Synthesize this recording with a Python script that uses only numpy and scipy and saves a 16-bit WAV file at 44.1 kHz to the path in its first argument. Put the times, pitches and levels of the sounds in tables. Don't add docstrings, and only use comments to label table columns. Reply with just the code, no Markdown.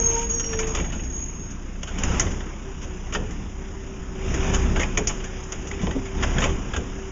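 import sys
import numpy as np
from scipy import signal
from scipy.io import wavfile
from scipy.ndimage import uniform_filter1d

SR = 44100
rng = np.random.default_rng(int(sys.argv[2]) if len(sys.argv) > 2 else 0)


def persist_wave(psi):
    counts = np.round(np.clip(psi, -1, 1) * 32767).astype(np.int16)
    wavfile.write(sys.argv[1], SR, np.atleast_2d(counts).T)


def magnitude_from_level(level_db):
    exponent = np.asarray(level_db, float) / 20
    return 10 ** exponent


N = 313551


def evened(x):
    return x / np.sqrt(np.mean(x ** 2) + 1e-20)


def read(points, hz):
    f, value = np.transpose(points)
    return np.interp(np.log(hz + 1), np.log(f + 1), value)


def columns(rows, t):
    s, *rest = np.transpose(rows)
    return [np.interp(t, s, column) for column in rest]


def add(mix, start_s, sound):
    part = mix[round(start_s * SR):][:len(sound)]
    part += sound[:len(part)]


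def band(x, lo_hz, hi_hz):
    return signal.sosfilt(signal.butter(3, [lo_hz, hi_hz], "band", fs=SR, output="sos"), x)


def drift(size, hz):
    width = max(int(SR / hz), 1)
    return evened(uniform_filter1d(uniform_filter1d(rng.standard_normal(size), width), width))


def tone(rows, waver_hz, flutter, flutter_hz):
    t = np.arange(rows[0][0], rows[-1][0], 1 / SR)
    pitch_hz, level_db = columns(rows, t)
    turns = np.cumsum(pitch_hz + waver_hz * drift(len(t), flutter_hz)) / SR
    strength = evened(1 + flutter * drift(len(t), flutter_hz))
    since_start = t - t[0] + (t[0] == 0)
    until_end = t[-1] - t + .001
    edge = np.minimum(1, np.minimum(since_start, until_end) / .02)
    return t[0], np.sqrt(2) * magnitude_from_level(level_db) * strength * edge * np.sin(2 * np.pi * turns)


# start_s, level_db of the roar, level_db of the bass
OVERALL_LEVEL = [(0, -40, -39.5), (.1, -40.5, -36), (.26, -45, -39.5), (.45, -46.5, -39.5), (.62, -42, -37),
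                 (.76, -39.5, -36), (.95, -47.5, -36), (1.3, -48.5, -41), (1.86, -48.5, -42.5),
                 (2.02, -37.5, -32.5), (2.16, -32.5, -29.5), (2.26, -39, -36), (2.4, -44.5, -38),
                 (2.6, -47, -42.5), (3.09, -46.5, -39), (3.3, -46.5, -37), (3.5, -48, -41.5),
                 (4.14, -47, -42), (4.3, -37.5, -32.5), (4.45, -33, -30), (4.65, -37, -29.5),
                 (4.9, -41.5, -35.5), (5.45, -44.5, -42.5), (5.88, -43.5, -36.5), (6.12, -44.5, -40.5),
                 (6.24, -36, -31), (6.4, -36, -30), (6.56, -42, -35), (7.11, -46, -42.5)]
# start_s, firing_hz (firings per second)
FIRING_RATE = [(0, 29.9), (.8, 28.16), (1, 29.37), (1.9, 30.88), (2.2, 30.42), (2.62, 32.55), (2.95, 30.64),
               (3.45, 31.15), (3.75, 32.22), (4.12, 31.6), (4.39, 32.3), (4.6, 32.2), (4.9, 31.16),
               (5.62, 31.4), (5.7, 32.76), (5.95, 32.13), (7.11, 32)]
# multiple of the firing rate, level_db against each other
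EXHAUST_TONES = [(1, 1), (1.5, -15.5), (2, -3), (3, -10), (4, -14.5), (5, -30.5), (5.5, -16.5), (6, -15),
                 (6.5, -16.5), (8, -26.5), (10, -30), (12, -19.5)]
# pitch_hz, level_db per hertz, relative within each layer
ROAR_SPECTRUM = [(15, 14), (40, 22), (100, 12.5), (200, 14.5), (420, 7.5), (560, 2.5), (1000, 1.5),
                 (2000, -3), (3200, -4), (5000, 4), (7500, -2)]


def engine(patchy_db=1.5, knock=0.13, throb_db=6):
    t = np.arange(N) / SR
    roar_db, bass_db = columns(OVERALL_LEVEL, t)
    firing_hz, = columns(FIRING_RATE, t)
    hiss_db = -54.5 + 0.91 * (roar_db + 47)
    turns = np.cumsum(firing_hz + 0.3016 * drift(N, 6.06)) / SR

    exhaust = np.zeros(N)
    for multiple, level_db in EXHAUST_TONES:
        wandering_db = level_db + 1.5 * drift(N, 4)
        exhaust += magnitude_from_level(wandering_db) * np.sin(2 * np.pi * (multiple * turns + rng.random()))

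    frames, hz = N // 256 + 5, np.fft.rfftfreq(1024, 1 / SR)
    real, imaginary, patches = rng.standard_normal((frames, 513, 3)).T
    patches = evened(uniform_filter1d(uniform_filter1d(patches, 10, 0), 12, 1))
    painted = (real + 1j * imaginary) * magnitude_from_level(read(ROAR_SPECTRUM, hz)[:, None] + patchy_db * patches)

    low = np.clip(2.5 - hz / 200, 0, 1)
    high = 1. * (hz > 4200)
    layers = (low, bass_db, 90, 340), (1 - low - high, roar_db, 600, 3500), (high, hiss_db, 4700, 5500)
    roar = np.zeros(N)
    for share, level_db, lo_hz, hi_hz in layers:
        noise = signal.istft(painted * share[:, None], nperseg=1024, noverlap=768)[1][:N]
        roar += magnitude_from_level(level_db) * noise / np.std(band(noise, lo_hz, hi_hz))
    puffs = evened(1 + knock * np.cos(2 * np.pi * turns))
    return puffs * roar + magnitude_from_level(bass_db + throb_db) * evened(exhaust)


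# start_s, level_db
PUMP_LEVEL = [(2.55, -69), (2.68, -36.5), (2.8, -60), (2.95, -41.5), (3.05, -73), (3.45, -62), (3.58, -45),
              (4.12, -46), (4.39, -33.5), (4.78, -36), (4.9, -46), (5.62, -48.5), (5.72, -37.5),
              (5.95, -42), (6.5, -35.5), (6.7, -52), (6.9, -43.5), (7.11, -38.5)]


def pump():
    t = np.linspace(PUMP_LEVEL[0][0], PUMP_LEVEL[-1][0], num=400)
    pitch_hz = 12 * columns(FIRING_RATE, t)[0]
    rows = np.transpose([t, pitch_hz, columns(PUMP_LEVEL, t)[0]])
    return tone(rows, waver_hz=1.34, flutter=0.18, flutter_hz=25.2)


# start_s, pitch_hz, level_db
MOAN_LINE = [(0, 461.4, -36), (.15, 461, -31), (.25, 461, -38.5), (.46, 460, -41), (.55, 444.6, -33),
             (.68, 443, -31.5), (.76, 440, -50), (.82, 445, -26.5)]
# start_s, pitch_hz, level_db
OCTAVE_LINE = [(0, 922, -47), (.11, 922, -47), (.18, 921, -30), (.24, 938, -39), (.28, 945, -56)]


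def brake_moan():
    return [tone(rows, waver_hz=1.34, flutter=0.18, flutter_hz=25.2) for rows in (MOAN_LINE, OCTAVE_LINE)]


def swelling_note(start_s, length_s, pitch_hz, peak_db):
    t = np.linspace(max(start_s, 0), start_s + length_s, num=20)
    swell_db = np.interp((t - start_s) / length_s, [0, .25, .5, .75, 1], [-27.5, -3, 0, -3, -27.5])
    return np.transpose([t, pitch_hz + 0 * t, peak_db + swell_db])


# start_s, pitch_hz, level_db
SQUEAL_LINE = [(0, 6540, -24), (.1, 6515, -24), (.25, 6600, -36), (.3, 6620, -30), (.4, 6540, -34),
               (.5, 6510, -44), (.74, 6620, -37), (.92, 6590, -46), (1.07, 6600, -41), (1.18, 6630, -38),
               (1.28, 6665, -41), (1.35, 6680, -50), (1.46, 6660, -57)]
# start_s, length_s, pitch_hz, peak_db, roughness (0-1)
SQUEAL_PARTIALS = [(-.12, .34, 6390, -34, .5), (-.2, .45, 5670, -40, .4), (.26, .39, 5660, -31, .3),
                   (1.1, .38, 6430, -48, .1), (1.28, .32, 6547, -45, .1)]


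def brake_squeal():
    squeal = np.zeros(N)
    add(squeal, *tone(SQUEAL_LINE, waver_hz=18, flutter=.65, flutter_hz=170))
    for *row, rough in SQUEAL_PARTIALS:
        add(squeal, *tone(swelling_note(*row), waver_hz=28 * rough, flutter=rough, flutter_hz=120))
    return magnitude_from_level(-1.5) * squeal


def air_brake(start_s=0.055, length_s=0.25, peak_db=-35):
    t = np.arange(0, length_s, 1 / SR)
    hiss = evened(band(rng.standard_normal(len(t)), 2000, 8400))
    return start_s, magnitude_from_level(peak_db) * np.sin(np.pi * t / length_s) ** 2 * hiss


# pitch_hz, level_db against each other, t60_s (time to fall 60 dB)
STEEL_MODES = [(830, -4, .05), (1210, -4, .05), (1430, -3, .04), (1600, -2, .04), (2050, -2, .04),
               (2400, -2, .03), (2680, -3, .04), (3170, -3, .03), (5050, -3, .03), (5870, -2, .03),
               (6230, -1, .03), (6500, -2, .03), (6770, -2, .03), (6970, -3, .03)]


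def clank(start_s, level_db, ring_hz, treble_db, t60_s):
    t = np.arange(int(.3 * SR)) / SR
    t60_s = max(t60_s, .01)
    fall = magnitude_from_level(-60 * t / t60_s) + 0.069 * magnitude_from_level(-60 * t / 0.53)
    shape = (1 - np.exp(-t / (0.0093 * t60_s))) * fall
    rattle = rng.standard_normal(len(t)) * shape

    modes = np.zeros(len(t))
    for mode_hz, mode_db, mode_t60_s in STEEL_MODES:
        share_db = 2 * rng.standard_normal()
        modes += magnitude_from_level(share_db + mode_db - 60 * t / mode_t60_s) * np.sin(2 * np.pi * mode_hz * t)
    hit_part = magnitude_from_level(-60 * t / .018) * np.sin(2 * np.pi * ring_hz * t)
    steel, part = (evened(signal.fftconvolve(rattle, m)[:len(t)]) for m in (modes, hit_part))

    bright = signal.lfilter([1, -.7], 1, rattle)
    middle = evened(band(bright, 900, 4100)) + .35 * band(steel, 700, 4100) + .55 * part
    treble = evened(band(bright, 4200, 7600)) + .5 * band(steel, 4200, 7600)
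    body = band(rattle * (1 - np.exp(-t / .008)), 300, 1000)
    blow = evened(middle) + magnitude_from_level(treble_db) * evened(treble) + magnitude_from_level(-6) * evened(body)
    return start_s, magnitude_from_level(level_db - 6.0) * np.sqrt(np.mean(shape ** 2)) * blow


# start_s, level_db (before the trim in clank()), ring_hz (loudest ring),
# treble_db (against the middle), t60_s
CLANK_EVENTS = [(.396, -23, 3153, 5.5, 0.05), (0.4393, -29.5, 2970, 2, .1), (.4888, -31.5, 2800, 2, 0.11),
                (0.5294, -19.5, 1820, -6.5, 0.058), (.588, -19, 2340, 3.5, 0.093),
                (0.6295, -26, 2670, -21, .055), (.6694, -31, 2470, 8, .12),
                (0.7477, -18.5, 1310, 1.5, 0.094), (.77, -22, 1070, -8, 0.084),
                (.785, -26.5, 1700, -6, .08), (0.7973, -21, 2320, -4, 0.054),
                (.842, -27.5, 2270, -7, 0.081), (0.9203, -26.5, 1420, -2.5, 0.17),
                (0.9934, -30.5, 3010, -22, .08), (1.037, -37, 2610, 7, .057), (1.1218, -43, 1100, 8.5, .05),
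                (1.8306, -21, 3320, 1, 0.038), (1.8715, -26.5, 1530, -2.5, 0.15),
                (1.9842, -24.5, 3045, 1, .088), (2.034, -16.5, 2760, 5, 0.043),
                (2.1956, -12.5, 2080, 7.5, 0.041), (2.3147, -27.5, 1730, 3, 0.036),
                (2.4043, -28, 1920, -21, 0.074), (2.8273, -33, 1058, 1.5, 0.13),
                (3.123, -23, 1376, -2.5, 0.1), (3.1357, -23, 1400, 3.5, .08),
                (3.1481, -11.5, 1836, -14.5, 0.062), (4.536, -20, 1800, -0.5, 0.069),
                (4.544, -15, 1740, -0.5, .069), (4.7589, -16.5, 1630, -8, .092),
                (4.7949, -16, 2186, -3, .15), (4.81, -22, 2100, -7.5, .08), (4.8313, -13, 2500, -28, .039),
                (4.9724, -10, 2490, 0, 0.054), (5.0711, -20.5, 3080, 13, 0.067),
                (5.0935, -20.5, 1070, -11, 0.087), (5.2001, -30.5, 1193, -21, 0.13),
                (5.2394, -27, 1750, 1, 0.1), (5.4352, -43.5, 1206, 14, 0.036),
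                (5.5209, -22.5, 2020, 7.5, 0.023), (5.526, -25.5, 1500, -10, .08),
                (5.713, -20, 2320, -4.5, 0.03), (5.7902, -28.5, 2315, -20, .08),
                (5.812, -29, 1040, -0.5, 0.28), (5.8684, -19, 960, -12, 0.035),
                (5.909, -20.5, 1960, -7.5, 0.046), (6.2234, -17.5, 2070, -2.5, 0.098),
                (6.2328, -10.5, 1720, -20, 0.035), (6.3833, -11, 1750, -7.5, 0.036),
                (6.4168, -15, 1080, -6, .21), (6.4386, -13, 2486, -2, 0.069), (6.495, -27, 3220, -20, .07),
                (6.7341, -18.5, 1676, -8.5, 0.11), (6.762, -17, 1610, -4, 0.061)]


def arm_clanks():
    return [clank(*row) for row in CLANK_EVENTS]


def thud(start_s, level_db, pitch_hz, t60_s):
    t = np.arange(int(.4 * SR)) / SR
    fall = (1 - np.exp(-t / 0.0018)) * magnitude_from_level(-60 * t / max(t60_s, .02))
    puff = evened(band(rng.standard_normal(len(t)), 69, 500))
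    return start_s, magnitude_from_level(level_db - 6.5) * fall * (np.sin(2 * np.pi * pitch_hz * t) + .5 * puff)


# start_s, level_db (before the trim in thud()), pitch_hz, t60_s
THUD_EVENTS = [(0.3, -23.5, 75.4, 0.15), (0.546, -15, 63, .067), (.798, -19.5, 60.6, .23),
               (0.952, -21, 74.5, 0.12), (2.098, -15.5, 67, 0.11), (2.257, -18, 81, 0.31),
               (2.85, -21.5, 75, 0.16), (3.156, -24.5, 425.6, 0.36), (3.159, -26, 490, 0.32),
               (3.199, -21, 107.6, 0.35), (4.773, -12.5, 81.8, .15), (4.98, -20, 417.6, 0.3),
               (5, -18.5, 61.2, 0.28), (5.833, -9, 187, 0.082), (5.871, -14.5, 61.3, 0.24),
               (5.953, -15.5, 267, 0.21), (6.24, -22, 59.7, 0.18), (6.361, -17, 131, .2),
               (6.489, -17.5, 61.9, .14), (6.768, -15.5, 67.8, 0.3)]


def cart_thuds():
    return [thud(*row) for row in THUD_EVENTS]


def loose_rattles(count=20):
    start_s = rng.uniform(0, N / SR, count)
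    level_db = columns(OVERALL_LEVEL, start_s)[0] + 12.5
    ring_hz, treble_db = rng.uniform(1000, 3200, count), rng.uniform(-15, 5, count)
    return [clank(*row, t60_s=0.1) for row in zip(start_s, level_db, ring_hz, treble_db)]


def street(x):
    t = np.arange(int(.35 * SR)) / SR
    signs = rng.choice([-1., 1.], len(t))
    present = (rng.random(len(t)) < 2000 / SR) * (t > .006)
    taps = signs * present * magnitude_from_level(-60 * t / 0.053)
    return signal.fftconvolve(x, taps / np.linalg.norm(taps))[:N]


def scene():
    whine, knocks = np.zeros((2, N))
    for sound in [pump()] + brake_moan():
        add(whine, *sound)
    for sound in [air_brake()] + arm_clanks() + loose_rattles() + cart_thuds():
        add(knocks, *sound)
    return (engine() + whine + brake_squeal() + knocks + magnitude_from_level(-16) * street(knocks))[None]


# pitch_hz, level_db
MIC_COLOUR = [(3000, 1), (3600, -7), (4000, -23), (4200, -27.5), (4500, -19), (5000, -7), (6000, -0.5),
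              (6800, 6.5), (7200, -3), (7500, -27.5), (7900, -65.5), (12000, -70)]


def microphone(dry):
    hz = np.abs(np.fft.fftfreq(8192, 1 / SR))
    log_gain = read(MIC_COLOUR, hz) * np.log(10) / 20
    phase = -np.imag(signal.hilbert(log_gain))
    taps = np.fft.ifft(np.exp(log_gain + 1j * phase)).real[:2048]
    return signal.oaconvolve(dry, taps[None])[:, :N]


def band_limit(x):
    return signal.sosfilt(signal.butter(12, 8470, fs=SR, output="sos"), x)


def record(dry):
    finished = np.tanh(microphone(dry))
    return band_limit(finished)


dry = scene()
out = record(dry)
persist_wave(out)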